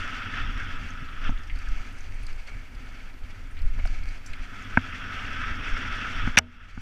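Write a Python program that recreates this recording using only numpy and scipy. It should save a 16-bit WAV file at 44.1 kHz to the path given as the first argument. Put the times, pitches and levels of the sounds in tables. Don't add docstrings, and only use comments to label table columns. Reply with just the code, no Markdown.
import sys
import numpy as np
from scipy import signal
from scipy.fft import rfft, irfft
from scipy.io import wavfile
from scipy.ndimage import uniform_filter1d

SR = 44100
rng = np.random.default_rng(int(sys.argv[2]) if len(sys.argv) > 2 else 0)


def store_pcm(level_fs):
    pcm = np.round(np.clip(level_fs, -1, 1) * 32767).astype(np.int16)
    wavfile.write(sys.argv[1], SR, np.atleast_2d(pcm).T)


def magnitude_from_level(level_db):
    exponent = np.asarray(level_db, float) / 20
    return 10 ** exponent


N = 300318


def evened(x):
    return x / np.sqrt(np.mean(x ** 2) + 1e-20)


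def add(mix, start_s, sound):
    part = mix[round(start_s * SR):][:len(sound)]
    part += sound[:len(part)]


def curve(points, t):
    return np.interp(t, *np.transpose(points))


def read(points, hz):
    f, value = np.transpose(points)
    return np.interp(np.log(hz + 1), np.log(f + 1), value)


# pitch_hz, width_hz, change_db
CASE_HOLLOWS = [(635, 50, 0), (1102, 62, -5), (1296.5, 36, 6), (1480, 76, 1.5), (1760, 77, 1),
                (2220, 180, 1.5), (2630, 69, 0.5), (3130, 81, 1.5), (3960, 89, 5), (4640, 150, 2.5),
                (5580, 300, 0), (9400, 200, 1)]


def coloured(x, points):
    hz = np.fft.rfftfreq(len(x), 1 / SR)
    hollow_db = sum(db / (1 + (2 * (hz - f) / width) ** 2) for f, width, db in CASE_HOLLOWS)
    return evened(irfft(rfft(x) * magnitude_from_level(read(points, hz) + hollow_db), len(x)))


def flicker(length_s, depth_db):
    wobble = uniform_filter1d(rng.standard_normal(N), size=round(length_s * SR))
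    wobble = uniform_filter1d(wobble, size=200)
    return magnitude_from_level(depth_db * evened(wobble))


def patchy(depth_db):
    frames = N // 128 + 5
    a, b, patches = rng.standard_normal((frames, 257, 3)).T
    patches = uniform_filter1d(patches, size=8, axis=0)
    patches = evened(uniform_filter1d(patches, size=14, axis=1))
    spectrum = (a + 1j * b) * magnitude_from_level(depth_db * patches)
    return evened(signal.istft(spectrum, nperseg=512, noverlap=384)[1][:N])


def steadied(x, share):
    envelope = np.sqrt(uniform_filter1d(x ** 2, size=3000) + 0.058)
    return evened(x / envelope ** share)


def modes(table):
    t = np.arange(SR // 2) / SR
    ring = np.zeros(len(t))
    for k, (hz, db, t60) in enumerate(table):
        ring += (-1) ** k * magnitude_from_level(db - 60 * t / t60) * np.sin(2 * np.pi * hz * t)
    return ring


def ticks(table, snap_hz, spread):
    out, t = np.zeros(N), np.arange(16000) / SR
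    snap_shorter = 0.74
    noise = rng.standard_normal((len(table), 2, 16000))
    wide = signal.butter(3, [snap_hz, 2.45 * snap_hz], "band", fs=SR, output="sos")
    for (start_s, db, hz, t60, snap_share), (a, b) in zip(table, noise):
        narrow = signal.butter(2, [hz * (1 - spread), hz * (1 + spread)], "band", fs=SR, output="sos")
        ring = evened(signal.sosfilt(narrow, a))
        snap = evened(signal.sosfilt(wide, b)) * magnitude_from_level(1.5 - 60 * t / t60 * (1 / snap_shorter - 1))
        burst = (1 - snap_share) * ring + snap_share * snap
        onset = np.minimum(t / 0.0014, 1)
        add(out, start_s, magnitude_from_level(db - 6.5 - 60 * t / t60) * burst * onset)
    return out


# middle_s, change_db, half_length_s
SWINGS = [(0.28, -1, 0.029), (0.392, 3.5, 0.054), (0.533, -3, 0.081), (0.604, 4.5, 0.02),
          (0.79, -2.5, 0.041), (1.19, 0, 0.034), (1.262, 11, 0.047), (1.53, -5.5, 0.069),
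          (2.41, -5.5, 0.071), (3.178, -8, 0.088), (3.497, 0, .04), (4.252, -4, 0.037), (4.915, -3, 0.02),
          (5.57, -4, 0.056), (5.765, 1, 0.034), (6.33, -5.5, 0.024), (6.442, -6.5, 0.055), (6.568, -2, 0.1)]


def swings(t):
    return sum(db * np.exp(-((t - s) / half) ** 2) for s, db, half in SWINGS)


# pitch_hz, level_db per Hz
AIR_SPECTRUM = [(180, -40.5), (300, -4.5), (863, -8), (1280, -6), (2250, -6.5), (3940, -20), (5950, -22.5),
                (15500, -32.5)]


def air(t):
    hiss = magnitude_from_level(-57) * coloured(patchy(0.87), AIR_SPECTRUM)
    whine_hz, whine_db = 13950, -85.5
    whine = magnitude_from_level(whine_db) * flicker(0.063, 3.0) * np.sin(2 * np.pi * whine_hz * t)
    return hiss + whine


# start_s, level_db, pitch_hz, t60_s (time to fade 60 dB), snap_share 0-1
PINGS = [(0.7537, -57, 7640, 0.08, 0.1), (1.9225, -56, 7860, 0.17, 0.7), (1.9824, -55, 9100, 0.08, 0.1),
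         (2.1136, -56, 7550, 0.03, 0.8), (2.143, -56, 8960, 0.08, 0.1), (2.2283, -52, 9400, 0.08, 0),
         (2.3605, -51, 7980, 0.03, 0.8), (3.5094, -54.5, 9260, 0.08, 0.1), (4.2714, -46, 7430, 0.08, 0.4),
         (0.8335, -52, 6610, 0.046, 0.1), (0.9038, -42, 6230, 0.038, 0.1), (1.3004, -41, 6230, 0.039, 0.24),
         (1.3843, -51, 6500, 0.046, 0), (4.6224, -45, 6490, 0.05, 0.3)]


def spoke_pings():
    return ticks(PINGS, snap_hz=4500, spread=0.045)


# start_s, level_db, pitch_hz, t60_s, snap_share 0-1
CHAIN_SNAPS = [(1.473, -62, 11000, .03, .8), (1.686, -54, 11000, .03, 0.89), (1.923, -62, 11000, .03, .8),
               (1.984, -62, 11000, .03, .8), (2.006, -62, 11000, .03, .8), (2.23, -62, 11000, .03, .8),
               (2.266, -60, 11000, .03, .8), (3.857, -57.5, 11000, .03, .8), (4.087, -57, 11000, 0.027, .8),
               (4.2607, -55, 11000, .03, .8), (4.3335, -61, 11000, .03, .8)]


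def chain_snaps():
    return ticks(CHAIN_SNAPS, snap_hz=6000, spread=0.2)


# start_s, level_db, pitch_hz
RATTLES = [(0.5766, -42, 5540), (1.2146, -48, 4700), (1.2401, -44, 5700), (1.434, -43, 4640),
           (1.4721, -42.5, 5440), (1.5564, -43, 4520), (1.5868, -37.5, 4670), (1.6856, -40.5, 5500),
           (1.8657, -46, 4430), (1.984, -45, 5830), (2.006, -42, 6100), (2.2658, -33.5, 4500),
           (2.2894, -50, 4680), (2.3281, -43, 4720), (2.4723, -41, 4650), (2.748, -42, 4660),
           (2.8584, -44, 4510), (3.5894, -43, 4220), (3.618, -38.5, 4670), (3.7885, -45, 4700),
           (3.857, -36.5, 5500), (3.872, -34.5, 4650), (4.0352, -41, 4640), (4.087, -38, 4620),
           (4.173, -44.5, 4690), (4.261, -30.5, 5800), (4.332, -37, 4210), (5.1332, -47, 5170),
           (5.3294, -41, 5500), (6.7094, -52, 4620)]


def rattles():
    t60_s, snap_share = 0.039, 0.3
    return ticks([row + (t60_s, snap_share) for row in RATTLES], snap_hz=3800, spread=0.078)


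# start_s, level_db, pitch_hz, t60_s, snap_share 0-1
PAD_RUBS = [
    (2.48, -45, 2220, 1.0, 0),
    (3.93, -46, 2230, 1.0, 0),
]


def pad_rubs():
    return ticks(PAD_RUBS, snap_hz=1230, spread=0.046)


# start_s, level_db, pitch_hz, t60_s, snap_share 0-1
MORE_CLODS = [(.36, -28, 1500, .1, 0.66), (.40, -30, 1350, .1, 0.68), (1.24, -32, 2590, 0.091, .6),
              (1.27, -34, 2200, .08, .6), (1.375, -35, 3200, .06, .5), (1.598, -35, 2420, 0.061, 0.37),
              (2.281, -35, 1290, .05, .4), (2.328, -41, 2300, 0.057, .4), (2.396, -43, 2500, .05, .3),
              (2.482, -42, 1300, .2, .2), (3.0026, -40, 2300, .05, 0.46), (3.0994, -41, 2300, .05, .5),
              (3.8227, -37, 2200, .07, .3), (5.133, -36, 1700, .06, .6)]


def more_clods():
    return ticks(MORE_CLODS, snap_hz=1260, spread=0.1)


# start_s, level_db, pitch_hz, t60_s, snap_share 0-1
CLODS = [(0.3187, -47, 1530, 0.047, 0.2), (0.5736, -24.5, 1330, 0.081, 0.42),
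         (1.086, -29, 1280, 0.093, 0.36), (1.1862, -35, 1560, 0.06, 0.1), (1.2482, -27, 1370, 0.13, 0.06),
         (1.4967, -29, 2060, 0.11, 0.4), (1.571, -35, 1340, 0.065, 0.53), (1.6714, -34, 1590, 0.079, 0.03),
         (2.2834, -34, 2320, 0.031, 0.5), (2.8685, -34.5, 1600, 0.055, 0.5), (3.5671, -37, 2180, 0.25, 0.5),
         (4.0257, -33, 2260, 0.061, 0.34), (4.334, -23, 2220, 0.035, 0.45)]
# start_s, level_db, pitch_hz, t60_s, snap_share 0-1
DULL_KNOCKS = [
    (3.786, -36, 630, 0.068, 0),
    (3.854, -27.5, 650, 0.049, 0),
]


def clods_and_taps():
    return ticks(CLODS + DULL_KNOCKS, snap_hz=1270, spread=0.078)


# pitch_hz, level_db per Hz
TYRE_SPECTRUM = [(240, -31), (400, -10), (519, -21.5), (577, -12), (749, -9), (900, -14), (1320, -11),
                 (1710, -3.5), (1880, -9), (2250, -1.5), (3850, -20.5), (4560, -13.5), (5070, -19.5),
                 (5820, -16.5), (15500, -50.5)]
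# time_s, level_db
TYRE_LOAD = [(0, -54.5), (0.3, -60.5), (0.95, -61), (1.3, -70), (1.6, -58.5), (2.0, -62.5), (2.5, -58.5),
             (2.7, -70), (3.0, -62.5), (3.3, -65.5), (3.6, -70.5), (3.87, -60.5), (4.4, -63), (4.65, -61),
             (5.75, -57), (6.3, -56.5), (6.58, -64.5), (6.72, -54)]


def tyres(t):
    grain_size = magnitude_from_level(3.9 * np.minimum(rng.exponential(1, N), 5))
    grain_hits = rng.random(N) < 1500 / SR
    grit = grain_size * grain_hits * rng.standard_normal(N)
    roll = patchy(1.03) * flicker(0.028, 2.7) + 0.42 * evened(grit)
    level_db = curve(TYRE_LOAD, t) + 0.84 * swings(t) + 9.5
    return magnitude_from_level(level_db) * coloured(roll, TYRE_SPECTRUM)


# middle_s, shake_db, half_length_s, mount_hum_db
JOLTS = [(0.0, -35, 0.092, -48), (0.45, -24.5, 0.03, -37), (0.59, -28.5, 0.062, -43),
         (0.794, -27, 0.034, -43.5), (1.02, -32, 0.04, -46), (1.294, -20, 0.039, -45),
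         (1.551, -22, 0.021, -48), (1.728, -20.5, 0.035, -45), (2.108, -30.5, 0.075, -46.5),
         (2.21, -26, 0.015, -50), (2.323, -28.5, 0.06, -49), (2.56, -30.5, 0.018, -43.5),
         (2.776, -35, 0.012, -67), (2.897, -39, 0.015, -59), (3.07, -34.5, 0.017, -66),
         (3.241, -28.5, 0.014, -55), (3.399, -34.5, 0.04, -48), (3.66, -17, 0.033, -42),
         (3.854, -20.5, 0.066, -41.5), (4.048, -26, 0.05, -45.5), (4.315, -28.5, 0.013, -66),
         (4.403, -29, 0.024, -62), (4.752, -28, 0.018, -48), (5.323, -35.5, 0.12, -61),
         (5.518, -30.5, 0.061, -43), (5.726, -19.5, 0.013, -56), (5.903, -28.5, 0.026, -48),
         (6.245, -22.5, 0.04, -37.5), (6.622, -34.5, 0.041, -59), (6.8, -26, 0.07, -40.5)]


def jolts(t):
    shake = hum = 0
    for middle_s, shake_db, half_s, hum_db in JOLTS:
        bell = np.exp(-abs((t - middle_s) / half_s) ** 1.06)
        shake = shake + magnitude_from_level(shake_db) ** 2 * bell
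        hum = hum + magnitude_from_level(hum_db) ** 2 * bell
    return shake, hum


# pitch_hz, level_db per Hz
SHAKE_SPECTRUM = [(3.5, -38.5), (6.0, 1), (16, 5.5), (27, 2), (41, -8.5), (59, -27), (70, -12), (91, -35.5),
                  (150, -120)]
# pitch_hz, level_db per Hz
MOUNT_SPECTRUM = [(29, -38), (50, 1.5), (59, -4.5), (76, 0.5), (92, 4.5), (150, -15), (187, -10),
                  (210, -14), (252, -6.5), (357, -25.5), (500, -30), (650, -37.5), (1100, -120)]
# hum_db in a -45 dB headwind, wind_share in dB per dB, jolt_change_db
MOUNT_BENDING = [
    (-48, 0.42, 0.5),
    (-51, 0.52, -13.5),
]


def helmet(t):
    shake = steadied(coloured(rng.standard_normal(N), SHAKE_SPECTRUM), 0.83)
    hum = coloured(rng.standard_normal(N) * flicker(0.035, 2.86), MOUNT_SPECTRUM)
    split = signal.butter(4, 130, fs=SR, output="sos")
    low = signal.sosfiltfilt(split, hum)
    shake_power, hum_power = jolts(t)
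    wind_db = curve(HEADWIND, t) + 0.78 * swings(t) + 45
    calm_shake_db = -40
    out = np.sqrt(magnitude_from_level(calm_shake_db) ** 2 + shake_power) * shake
    for part, (hum_db, wind_share, jolt_db) in zip((low, hum - low), MOUNT_BENDING):
        wind_power = magnitude_from_level(hum_db + wind_share * wind_db) ** 2
        level = np.sqrt(wind_power + magnitude_from_level(jolt_db) ** 2 * hum_power)
        out += level * steadied(evened(part), 0.41)
    return out


# pitch_hz, level_db, t60_s
MOUNT_TONES = [(89, 0.5, 0.085), (246, 6, 0.044), (148, -1.5, 0.033), (324, -8, 0.0098)]


def knocks(table, body, side):
    out, shell = np.zeros(N), modes(body)
    mount = signal.fftconvolve(modes(MOUNT_TONES), signal.windows.hann(90))
    chatter = rng.standard_normal((len(table), 1000))
    t = np.arange(1000) / SR
    for (start_s, ring_db, push_db, top_hz, contact_s), noise in zip(table, chatter):
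        scrape = noise * np.sin(np.pi * np.clip(t / contact_s, 0, 1) ** 0.45)
        scrape /= np.linalg.norm(scrape)
        scrape_share = np.clip(0.15 + 28 * contact_s + 0.042 * top_hz / 1000, 0, 1)
        force = (1 - scrape_share) * (t == 0) + scrape_share * scrape
        softness = signal.butter(5, top_hz, fs=SR, output="sos")
        ring = signal.sosfilt(softness, signal.fftconvolve(force, shell))
        add(out, start_s, side * magnitude_from_level(ring_db) * ring / abs(ring).max())
        add(out, start_s, magnitude_from_level(push_db) * mount / abs(mount).max())
    return out


# pitch_hz, level_db, t60_s
VISOR_TONES = [(514, -17, 0.016), (665, -15.5, .02), (957, -6.5, 0.014), (1280, -3, 0.011),
               (1545, 0.5, 0.014), (1840, -2, .011), (2160, -7.5, 0.017), (2570, -8, 0.014),
               (2870, -25, .015)]
# start_s, ring_db, mount_push_db, hardness as top_hz, contact_s
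VISOR_SLAPS = [
    (1.291, -32, -21, 1100, 0.013),
    (3.852, -31, -60, 3000, 0.0023),
    (3.789, -33, -50, 3000, .002),
    (3.853, -41, -52, 770, .002),
    (1.292, -35, -50, 750, 0.0017),
    (4.7721, -3, -9.5, 2800, 0.0003),
    (4.7734, -5.5, -38, 2770, 0.00033),
    (4.7765, -21, -41, 2400, .001),
]


def visor_slaps():
    return knocks(VISOR_SLAPS, VISOR_TONES, side=0.99)


# pitch_hz, level_db, t60_s
CASE_TONES = [(560, -21.5, 0.025), (780, -13, 0.023), (990, -12.5, 0.011), (1215, -8.5, 0.022),
              (1330, -5.5, 0.011), (1460, -4, 0.022), (1730, -0.5, 0.011), (2060, -4, 0.016),
              (2235, 5.5, 0.013), (2450, 9, 0.0033), (2915, -2, 0.016), (3330, -15, 0.01),
              (3740, -6, 0.011), (4300, -11, 0.011), (4950, -7, 0.0085), (5280, -11, 0.014),
              (5770, 1, 0.0073), (6620, -2, 0.007), (7020, -13.5, 0.0055), (7820, -4, 0.0058),
              (8700, -6.5, 0.0066), (9900, -9.5, .003), (10900, -10, 0.003), (11900, -13.5, .003),
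              (13500, -18, .004), (15000, -26, .003)]
# start_s, ring_db, mount_push_db, hardness as top_hz, contact_s
CASE_KNOCKS = [(2.198, -60, -43, 600, .004), (3.326, -62, -42, 600, .004), (3.644, -57, -40, 600, .004),
               (3.773, -60, -35.5, 600, 0.0045), (3.782, -48, -48, 900, 0.01),
               (3.789, -35.5, -37, 3460, 0.025), (3.852, -30, -36, 3400, 0.0042),
               (3.874, -36, -49, 3000, 0.0033), (6.273, -22, -18, 1680, 0.0044),
               (6.3708, 5, -23.5, 5500, 0.003), (6.3712, -8, -40.5, 13000, .002),
               (6.3727, 15, -1, 3330, 0.0037), (6.3762, 1, -30, 12060, 0.0018),
               (6.3782, 13.5, -19, 5000, 0.003), (6.3786, -0.5, -30.5, 15000, .0015),
               (6.3824, 3.5, -19, 3800, 0.0022), (6.385, 14, -14.5, 12940, 0.0043),
               (6.39, -4, -33, 3460, 0.0023), (6.7743, -25, -17.5, 1500, 0.00084)]


def case_knocks():
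    return knocks(CASE_KNOCKS, CASE_TONES, side=-1.046)


# start_s, level_db, pitch_hz, t60_s, snap_share 0-1
FOAM_BOOMS = [
    (6.374, -13, 639, .07, 0),
    (6.39, -32.5, 603, .2, 0),
]


def foam_boom():
    return ticks(FOAM_BOOMS, snap_hz=300, spread=0.36)


# pitch_hz, level_db, t60_s
HELMET_TONES = [(86, -22, .35), (242, -29, .6), (361, -45, .4), (468, -41, .24), (635, -32, .2),
                (807, -40, .12), (926, -38, .16)]


def helmet_ring():
    out = np.zeros(N)
    add(out, 6.388, modes(HELMET_TONES))
    return out


# pitch_hz, level_db per Hz
WIND_SPECTRUM = [(240, -28.5), (400, -19), (873, -18.5), (1050, -13.5), (1320, -1), (1660, -4),
                 (2400, -10.5), (2630, -6.5), (2970, -12.5), (3410, -10.5), (4090, -34.5), (5560, -23.5),
                 (6990, -48), (12700, -83), (15500, -72)]
# time_s, level_db
HEADWIND = [(0, -38.5), (0.42, -39.5), (0.7, -42), (0.92, -47), (1.4, -50), (1.55, -53.5), (1.75, -50),
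            (2.2, -64), (2.6, -59.5), (3.0, -54.5), (3.4, -58.5), (4.2, -58.5), (4.4, -51), (4.85, -42.5),
            (5.3, -39), (5.75, -36.5), (6.25, -37), (6.81, -47)]


def wind(t):
    swirls = patchy(1.32) * flicker(0.012, 1.01) * flicker(0.06, 0.6)
    level_db = curve(HEADWIND, t) + swings(t) + 2.0
    return magnitude_from_level(level_db) * coloured(swirls, WIND_SPECTRUM)


def scene():
    t = np.arange(N) / SR
    bike = spoke_pings() + chain_snaps() + rattles() + pad_rubs()
    ground = more_clods() + clods_and_taps() + tyres(t)
    blows = visor_slaps() + case_knocks() + foam_boom() + helmet_ring()
    mix = air(t) + bike + ground + helmet(t) + blows + wind(t)
    return mix[None]


def roll_off(x):
    return signal.sosfilt(signal.butter(12, 15290, fs=SR, output="sos"), x)


# time_s, gain_db
DUCKING = [
    (6.3627, 2),
    (6.362, -15),
    (6.42, -10),
    (6.81, -10),
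]


def record(dry):
    ducked = dry * magnitude_from_level(curve(DUCKING, np.arange(N) / SR))
    limited = np.tanh(ducked / 2.348) * 2.06
    treble_cut = signal.firwin(511, 15600, window=("kaiser", 9), fs=SR)
    finished = signal.oaconvolve(limited, treble_cut[None], "same")
    return roll_off(finished)


dry = scene()
out = record(dry)
store_pcm(out)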